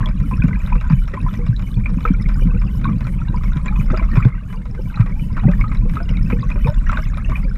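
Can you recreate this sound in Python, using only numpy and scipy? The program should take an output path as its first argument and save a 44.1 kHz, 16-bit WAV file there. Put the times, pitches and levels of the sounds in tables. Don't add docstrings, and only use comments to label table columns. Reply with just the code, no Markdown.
import sys
import numpy as np
from scipy import signal
from scipy.fft import rfft, irfft, next_fast_len
from scipy.io import wavfile
from scipy.ndimage import uniform_filter1d, minimum_filter1d, map_coordinates

SR = 44100
rng = np.random.default_rng(int(sys.argv[2]) if len(sys.argv) > 2 else 0)


def wav_out(sig):
    wavfile.write(sys.argv[1], SR, np.round(np.clip(np.atleast_2d(sig).T, -1, 1) * 32767).astype(np.int16))


N = 333837
TIME = np.arange(N) / SR

# (frequency [Hz], relative density [dB])
WAKE_SPECTRUM = [(300, -28), (470, -16), (600, 0), (770, -9.5), (1000, -2), (1300, 2), (1700, -4.5),
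                 (2050, -5.5), (2430, -4), (2750, -14), (3200, -25), (4400, -29.5)]
# (frequency [Hz], relative density [dB])
SPRAY_SPECTRUM = [(2500, -3.5), (3150, -1), (3450, 3), (3900, 5.5), (4350, -16), (5200, 1), (6200, -10.5),
                  (7300, -11), (8200, -17), (10200, -14), (15000, -23)]
# (time [s], level before trim [dB])
SPLASH_EVENTS = [(0.057, -26), (0.754, -30), (0.899, -17), (1.137, -20), (2.053, -20), (2.841, -35),
                 (3.659, -15), (3.901, -16.5), (3.972, -15.5), (4.167, -15), (4.248, -16), (5.367, -16.5),
                 (5.535, -35), (5.715, -19), (6.002, -26), (6.094, -23), (6.3, -13.5), (6.557, -26),
                 (6.929, -16), (6.973, -17.5)]


def from_db(db):
    return 10 ** (np.asarray(db) / 20)


def rms_one(x):
    return x / np.sqrt(np.mean(x ** 2) + 1e-20)


def in_time(rows):
    s, *columns = np.transpose(rows)
    return [np.interp(TIME, s, column) for column in columns]


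def at_hz(points, hz):
    f, db = np.transpose(points)
    gain = from_db(np.interp(np.log(hz + 1e-3), np.log(f), db))
    return gain / np.maximum(hz / f[-1], 1) ** 2


def coloured(x, spectrum):
    size = next_fast_len(N)
    gain = rms_one(at_hz(spectrum, np.fft.rfftfreq(size, 1 / SR)))
    return irfft(rfft(x, size) * gain, size)[:N]


def drift(rate):
    knots = rng.standard_normal(4000)
    curve = map_coordinates(knots, [TIME[::20] * rate], order=3, mode="wrap")
    return rms_one(curve).repeat(20)[:N]


def noise(spectrum, lumpy_db, rate):
    lumpy = rng.standard_normal(N) * from_db(lumpy_db * drift(rate))
    return rms_one(coloured(lumpy, spectrum))


def resonate(x, hz, width_hz):
    r = np.exp(-np.pi * width_hz / SR)
    b = np.array([1, 0, -1]) * (1 - r * r) / 2
    a = [1, -2 * r * np.cos(2 * np.pi * hz / SR), r * r]
    return signal.lfilter(b, a, x + 1e-18)


def add(out, s, sound):
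    start = int(np.clip(s * SR, 0, N - 1))
    out[start:start + len(sound)] += sound[:N - start]


def gliding_notes(rows, peak_s, compact, glide):
    out = np.zeros(N)
    for (s, db, hz), (life, bend, sign) in zip(rows, rng.standard_normal((len(rows), 3))):
        peak = peak_s * from_db(1.55 * life)
        t = TIME[:int(9 * peak * SR) + 2]
        shape = (t / peak * np.exp(1 - t / peak)) ** compact
        phase = 2 * np.pi * hz * t * (1 + glide * (1 + bend) * (t / peak - 2))
        add(out, s, np.sign(sign) * from_db(db) * shape * np.sin(phase))
    return out


def snaps(rows, t60, rise_s):
    out, t = np.zeros(N), TIME[:SR // 8]
    for s, db, *_ in rows:
        envelope = from_db(db - 60 * t / t60) * (1 - np.exp(-t / rise_s))
        add(out, s, envelope * rng.standard_normal(len(t)))
    return out


def bursts(times, rise_s, fall_s):
    out, t = np.zeros(N), TIME[:SR // 2] - 1 / 4
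    for s in times:
        add(out, s + t[0], np.exp(-(t / np.where(t < 0, rise_s, fall_s)) ** 2))
    return out


def swarm(spectrum, low_hz, high_hz, spread_db, count):
    when, size, pitch = rng.random((count, 3)).T
    hz = low_hz * (high_hz / low_hz) ** pitch
    tilt_db = 20 * np.log10(at_hz(spectrum, hz) * hz / low_hz)
    db = spread_db * np.minimum(-np.log(size), 3) + tilt_db
    return np.transpose([when * N / SR, db, hz])


def electronics():
    # (frequency [Hz], relative density [dB])
    hiss_spectrum = [(1000, 10), (5000, 1.5), (9000, -0.5), (12000, -4.5), (14000, -5.5), (15000, -28)]
    rasp_spectrum = [(2500, -5), (5500, -1.5), (8000, -5), (9400, -0.5), (10300, -13.5), (12400, -1.5),
                     (13000, 6.5), (13500, -5), (15000, -5.5)]
    # (frequency [Hz], width [Hz], relative level [dB])
    whistles = [(2984, 100, 4), (9900, 140, -13), (11740, 110, -13.5), (12770, 180, -7), (13080, 110, -8)]
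    first_s, period_s, slackens_s = .306, .3486, .00056

    white = rng.standard_normal(N)
    whine = sum(from_db(db) * rms_one(resonate(resonate(white, hz, w), hz, w)) for hz, w, db in whistles)
    rasp = from_db(-59.5) * noise(rasp_spectrum, lumpy_db=1.5, rate=550)
    rasp = rasp + from_db(-62.5 + 4.5 * drift(27)) * whine
    fuller = from_db(-62) * rms_one(resonate(resonate(white, 9100, 1700), 9100, 1700))
    k = np.arange(int(N / SR / period_s))
    times = first_s + period_s * k + slackens_s * k * (k - 1) / 2
    pulsing = bursts(times, rise_s=0.07, fall_s=0.045) * rasp
    pulsing += bursts(times[::2], rise_s=0.052, fall_s=.035) * fuller
    return pulsing + from_db(-61.5) * coloured(rng.standard_normal(N), hiss_spectrum)


def wake(churn_db, fizz_db):
    far = gliding_notes(swarm(WAKE_SPECTRUM, 703, 2886, spread_db=6.0, count=1700),
                        peak_s=0.0021, compact=0.67, glide=0.006)
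    fine = gliding_notes(swarm(SPRAY_SPECTRUM, 3110, 10550, spread_db=5.5, count=1100),
                         peak_s=0.00096, compact=1.3, glide=0.0016)
    when, size = rng.random((2, 420))
    pops = np.transpose([when * N / SR, 9.8 * np.minimum(-np.log(size), 3)])
    dull = rms_one(coloured(snaps(pops, t60=0.078, rise_s=0.00062), WAKE_SPECTRUM))
    sharp = rms_one(coloured(snaps(pops, t60=0.0088, rise_s=.002), SPRAY_SPECTRUM))

    churn = from_db(-3.5) * rms_one(far) + from_db(-4.5) * dull
    churn += from_db(-12) * noise(WAKE_SPECTRUM, lumpy_db=3.5, rate=55)
    fizz = from_db(0.5) * rms_one(fine) + from_db(-1) * sharp
    fizz += from_db(-12.5) * noise(SPRAY_SPECTRUM, lumpy_db=3.5, rate=94)
    return from_db(churn_db) * churn + from_db(fizz_db) * fizz


def gurgles(slosh_db):
    # (time [s], level before trim [dB], pitch [Hz])
    large_bubbles = [(0.059, -31, 617), (0.752, -33.5, 480), (1.135, -27, 570), (1.389, -29, 473),
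                     (2.051, -24, 472), (2.416, -30, 516), (2.54, -30, 475), (3.33, -29.5, 490),
                     (3.933, -17.5, 607), (4.012, -27.5, 646), (4.164, -24, 381), (4.259, -19, 445),
                     (4.791, -27, 520), (5.481, -19, 572), (5.852, -30, 486), (6.002, -25, 676),
                     (6.105, -33, 598), (6.327, -20, 467), (6.557, -29, 584), (6.983, -27.5, 627),
                     (7.287, -28, 637)]
    # (time [s], pitch [Hz], level before wobble [dB])
    pocket_path = [(6.645, 350, -54), (6.663, 455, -22), (6.68, 558, -36), (6.697, 604, -20),
                   (6.71, 560, -32), (6.725, 600, -33), (6.745, 620, -69)]
    # (frequency [Hz], relative density [dB])
    hollow_spectrum = [(280, 4.5), (390, 4), (465, -4), (520, 3), (585, -9), (740, -17.5), (840, -4),
                       (1100, -23)]

    burble = gliding_notes(swarm(hollow_spectrum, 393, 950, spread_db=6, count=260),
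                           peak_s=.006, compact=0.47, glide=0.008)
    slosh = from_db(slosh_db - 3.5) * rms_one(burble)
    glugs = from_db(-5.5) * gliding_notes(large_bubbles, peak_s=0.0068, compact=0.87, glide=0.0028)
    spill = from_db(1) * coloured(snaps(large_bubbles, t60=0.077, rise_s=0.0013), hollow_spectrum)

    hz, db = in_time(pocket_path)
    phase = 2 * np.pi * np.cumsum(hz * (1 + 0.032 * drift(150))) / SR
    alive = (TIME > pocket_path[0][0]) & (TIME < pocket_path[-1][0])
    tone = np.sin(phase) + from_db(-14) * np.sin(2.5 * phase)
    pocket = alive * from_db(db + 2.0 * drift(120)) * tone
    return slosh + glugs + spill + pocket


def strays(level_db, low_hz, high_hz, over_db, spread_db, count):
    when, size, pitch = rng.random((count, 3)).T
    at = ((np.arange(count) + when) / count * N).astype(int)
    db = level_db[at] + over_db + spread_db * (size - .5)
    return np.transpose([at / SR, db, low_hz * (high_hz / low_hz) ** pitch])


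def shed(low_hz, high_hz, spread_db, count):
    shed_s, below_db = .035, 16
    s, db = np.repeat(SPLASH_EVENTS, count, axis=0).T
    late, size, pitch = rng.random((len(s), 3)).T
    hz = low_hz * (high_hz / low_hz) ** pitch
    return np.transpose([s + shed_s * late, db - below_db - spread_db * size, hz])


def near_bubbles(churn_db, fizz_db):
    # (time [s], level before trim [dB], pitch [Hz])
    close_bubbles = [(0.004, -23.5, 1074), (0.063, -34.5, 1000), (0.312, -19.5, 1005), (0.42, -23, 2427),
                     (0.421, -28.5, 1470), (0.53, -23.5, 2053), (0.723, -23, 950), (0.753, -22.5, 1220),
                     (1.137, -28, 1910), (1.173, -27, 1037), (1.263, -28, 1000), (1.858, -17.5, 2335),
                     (2.052, -12.5, 1300), (2.076, -22.5, 2300), (2.843, -20.5, 1436), (2.853, -21, 1100),
                     (2.892, -24, 1167), (3.342, -29, 965), (3.519, -26.5, 1390), (3.681, -22.5, 2360),
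                     (3.901, -25.5, 1294), (3.942, -18, 1300), (3.995, -30.5, 1050), (4.099, -34, 1260),
                     (4.175, -25, 1034), (4.203, -26.5, 1300), (4.226, -25, 2390), (4.973, -21.5, 1260),
                     (5.379, -25, 1070), (5.434, -23, 760), (5.482, -27, 772), (5.535, -28, 1760),
                     (5.611, -22, 2200), (5.64, -23, 1246), (5.969, -19.5, 1270), (6.002, -26, 1465),
                     (6.171, -28, 2190), (6.321, -28, 2140), (6.515, -21, 2450), (6.645, -24.5, 2390),
                     (6.67, -17.5, 917), (6.866, -26, 1820), (6.895, -18, 1340), (6.928, -17.5, 1126),
                     (6.972, -20.5, 1470), (6.989, -27.5, 1224), (7.247, -27.5, 2710), (7.318, -20, 1120),
                     (7.356, -22, 2400)]
    # (time [s], level before trim [dB], pitch [Hz])
    tick_bubbles = [(0.059, -19.5, 3320), (0.663, -32, 3720), (1.564, -28, 3920), (1.742, -35, 3430),
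                    (2.222, -33.5, 5100), (2.343, -35.5, 4900), (2.844, -27.5, 3720), (3.658, -33, 7200),
                    (3.681, -32, 3900), (3.974, -27.5, 4830), (4.169, -35, 3500), (4.249, -35, 3480),
                    (4.959, -31, 3940), (6.03, -37, 5060), (6.092, -24, 2870), (6.17, -31.5, 3770),
                    (6.671, -32.5, 3660), (6.423, -34, 3820), (6.7, -35, 5360), (6.971, -26.5, 3700),
                    (7.039, -36, 5130)]

    bubbles = np.vstack([close_bubbles,
                         strays(churn_db, 950, 1500, over_db=12.5, spread_db=3.5, count=18),
                         strays(churn_db, 2100, 2500, over_db=8.5, spread_db=14.5, count=14)])
    tiny = np.vstack([tick_bubbles,
                      strays(fizz_db, 3430, 5500, over_db=21, spread_db=4.5, count=22)])
    pings = from_db(1.0) * gliding_notes(bubbles, peak_s=0.0022, compact=1.16, glide=0.0074)
    tail_rows = [(s, db - 7 * np.log2(hz / 1000), hz) for s, db, hz in bubbles]
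    tails = from_db(-5.5) * gliding_notes(tail_rows, peak_s=0.0044, compact=0.53, glide=0.0024)
    ticks = from_db(-2.5) * gliding_notes(tiny, peak_s=0.00091, compact=0.69, glide=0.0022)
    crackle = from_db(-9) * snaps(bubbles, t60=0.046, rise_s=0.0022)
    crackle += from_db(-10.0) * snaps(SPLASH_EVENTS, t60=0.071, rise_s=0.00065)
    fragments = gliding_notes(shed(944, 2600, spread_db=5.5, count=4),
                              peak_s=0.0021, compact=0.92, glide=0.0028)
    spit = from_db(-2.5) * coloured(snaps(tiny, t60=0.0048, rise_s=0.00084), SPRAY_SPECTRUM)
    return pings + tails + ticks + coloured(crackle, WAKE_SPECTRUM) + fragments + spit


def scatter(x, t60, delay):
    t = TIME[:SR // 5]
    tail = rng.standard_normal(len(t)) * from_db(-60 * t / t60) * (1 - np.exp(-t / delay))
    return signal.fftconvolve(x, tail / np.linalg.norm(tail))[:N]


def case(x):
    # (frequency [Hz], t60 [s], relative level [dB])
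    wall_modes = [(482, 0.094, 9.5), (600, 0.12, -6), (787, 0.12, 4), (1012, 0.044, 14), (1180, 0.098, -6),
                  (1870, 0.058, -1.5), (2355, 0.014, 4.5), (3380, 0.022, 6)]
    ringing = sum(from_db(db) * resonate(x, hz, np.log(1000) / (np.pi * t60)) for hz, t60, db in wall_modes)
    through = from_db(-0.5) * (x + from_db(-13.5) * ringing)
    return through + from_db(-11.5) * scatter(x, t60=0.058, delay=0.0032)


def turbulence(rumble_db, buffet_db):
    # (time [s], level before trim [dB], pitch [Hz])
    thumps = [(0.247, -13.5, 188), (0.388, -2.5, 109), (0.439, 0, 171), (0.755, -11, 146),
              (0.903, -3, 155.6), (0.927, 3.5, 129), (1.487, -0.5, 116), (1.969, -6, 177), (2.103, 0, 184),
              (2.453, -5, 173), (2.886, -8, 170.5), (3.562, -4.5, 144.4), (3.795, -4, 129),
              (3.905, -5.5, 165), (4.173, 3.5, 119), (4.254, 12, 125.4), (4.996, 3.5, 109.6),
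              (5.315, -7, 113), (5.453, 5.5, 138), (5.48, 0.5, 179), (6.207, -8, 126), (6.328, -8.5, 171),
              (6.646, -5, 143), (6.68, -4, 115)]
    # (frequency [Hz], relative density [dB])
    rumble_spectrum = [(12, -34), (22, 4.5), (36, 9), (50, 1.5), (80, -8), (130, -28.5), (300, -52.5)]
    buffet_spectrum = [(50, -25), (85, -7), (113, 1.5), (145, -4), (190, -1), (240, -12.5), (300, -22),
                       (390, -35.5), (470, -31.5), (600, -39.5), (780, -76.5)]

    rumble = from_db(rumble_db) * noise(rumble_spectrum, lumpy_db=0.5, rate=11)
    buffet = from_db(buffet_db + 2.5) * noise(buffet_spectrum, lumpy_db=3.5, rate=45)
    rocking = gliding_notes(thumps, peak_s=0.0084, compact=1.04, glide=-0.0015)
    flex_rows = [(s, db, hz * 1.465) for s, db, hz in thumps]
    flexing = gliding_notes(flex_rows, peak_s=0.0049, compact=0.96, glide=-0.01)
    return rumble + buffet + from_db(-6.0) * rocking + from_db(-13) * flexing


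def scene():
    # (time [s], slow pressure swings [dB], quick eddies [dB], sloshing [dB])
    flow_levels = [(0, -18.5, -23.5, -61), (.15, -18.5, -28, -69), (.33, -17, -21, -48),
                   (.6, -14, -23.5, -57.5), (.98, -14, -30.5, -50), (1.08, -21.5, -32, -62),
                   (1.22, -18.5, -20.5, -59), (1.35, -20, -27.5, -51.5), (2.0, -15, -26.5, -50.5),
                   (2.8, -17.5, -24, -45.5), (3.45, -15, -26, -48.5), (4.15, -15.5, -26, -51),
                   (4.45, -20.5, -29.5, -47), (5.2, -17.5, -27, -45), (5.85, -15.5, -25.5, -49.5),
                   (6.35, -17, -22.5, -55), (6.8, -14.5, -28, -59.5), (7.57, -17, -24.5, -40.5)]
    # (time [s], churning bubbles [dB], fine spray [dB])
    air_levels = [(0, -34.5, -65), (.15, -48.5, -63.5), (.55, -39.5, -61), (.94, -42, -60), (1.0, -47, -60),
                  (1.22, -41, -60.5), (1.7, -47, -63.5), (2.3, -43, -62), (3.5, -43, -60.5),
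                  (3.7, -40, -57.5), (4.3, -37, -62), (4.82, -50, -66), (4.98, -36.5, -63),
                  (5.22, -49, -66), (5.4, -38, -59), (5.85, -45.5, -63.5), (6.95, -38.5, -56),
                  (7.57, -46.5, -65.5)]

    rumble_db, buffet_db, slosh_db = in_time(flow_levels)
    churn_db, fizz_db = in_time(air_levels)
    air = wake(churn_db, fizz_db) + gurgles(slosh_db) + near_bubbles(churn_db, fizz_db)
    return (electronics() + case(air) + turbulence(rumble_db, buffet_db))[None]


def limiter(x):
    ceiling_db, recovery_db_per_s, lookahead_s = 0.2, 9.5, 0.0049
    size = int(lookahead_s * SR) + 1
    over_db = np.maximum(20 * np.log10(np.abs(x) + 1e-9) - ceiling_db, 0)
    ahead_db = -minimum_filter1d(-over_db, size)
    ramp_db = recovery_db_per_s * TIME
    duck_db = np.maximum.accumulate(ahead_db + ramp_db, axis=-1) - ramp_db
    return x * from_db(-uniform_filter1d(duck_db, size))


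def record(dry):
    low_cut_hz, cutoff_hz = 12, 15050
    low_cut = signal.butter(2, low_cut_hz, "high", fs=SR, output="sos")
    top_cut = signal.ellip(14, .1, 80, cutoff_hz, fs=SR, output="sos")
    return signal.sosfilt(top_cut, limiter(signal.sosfilt(low_cut, dry)))


dry = scene()
out = record(dry)
wav_out(out)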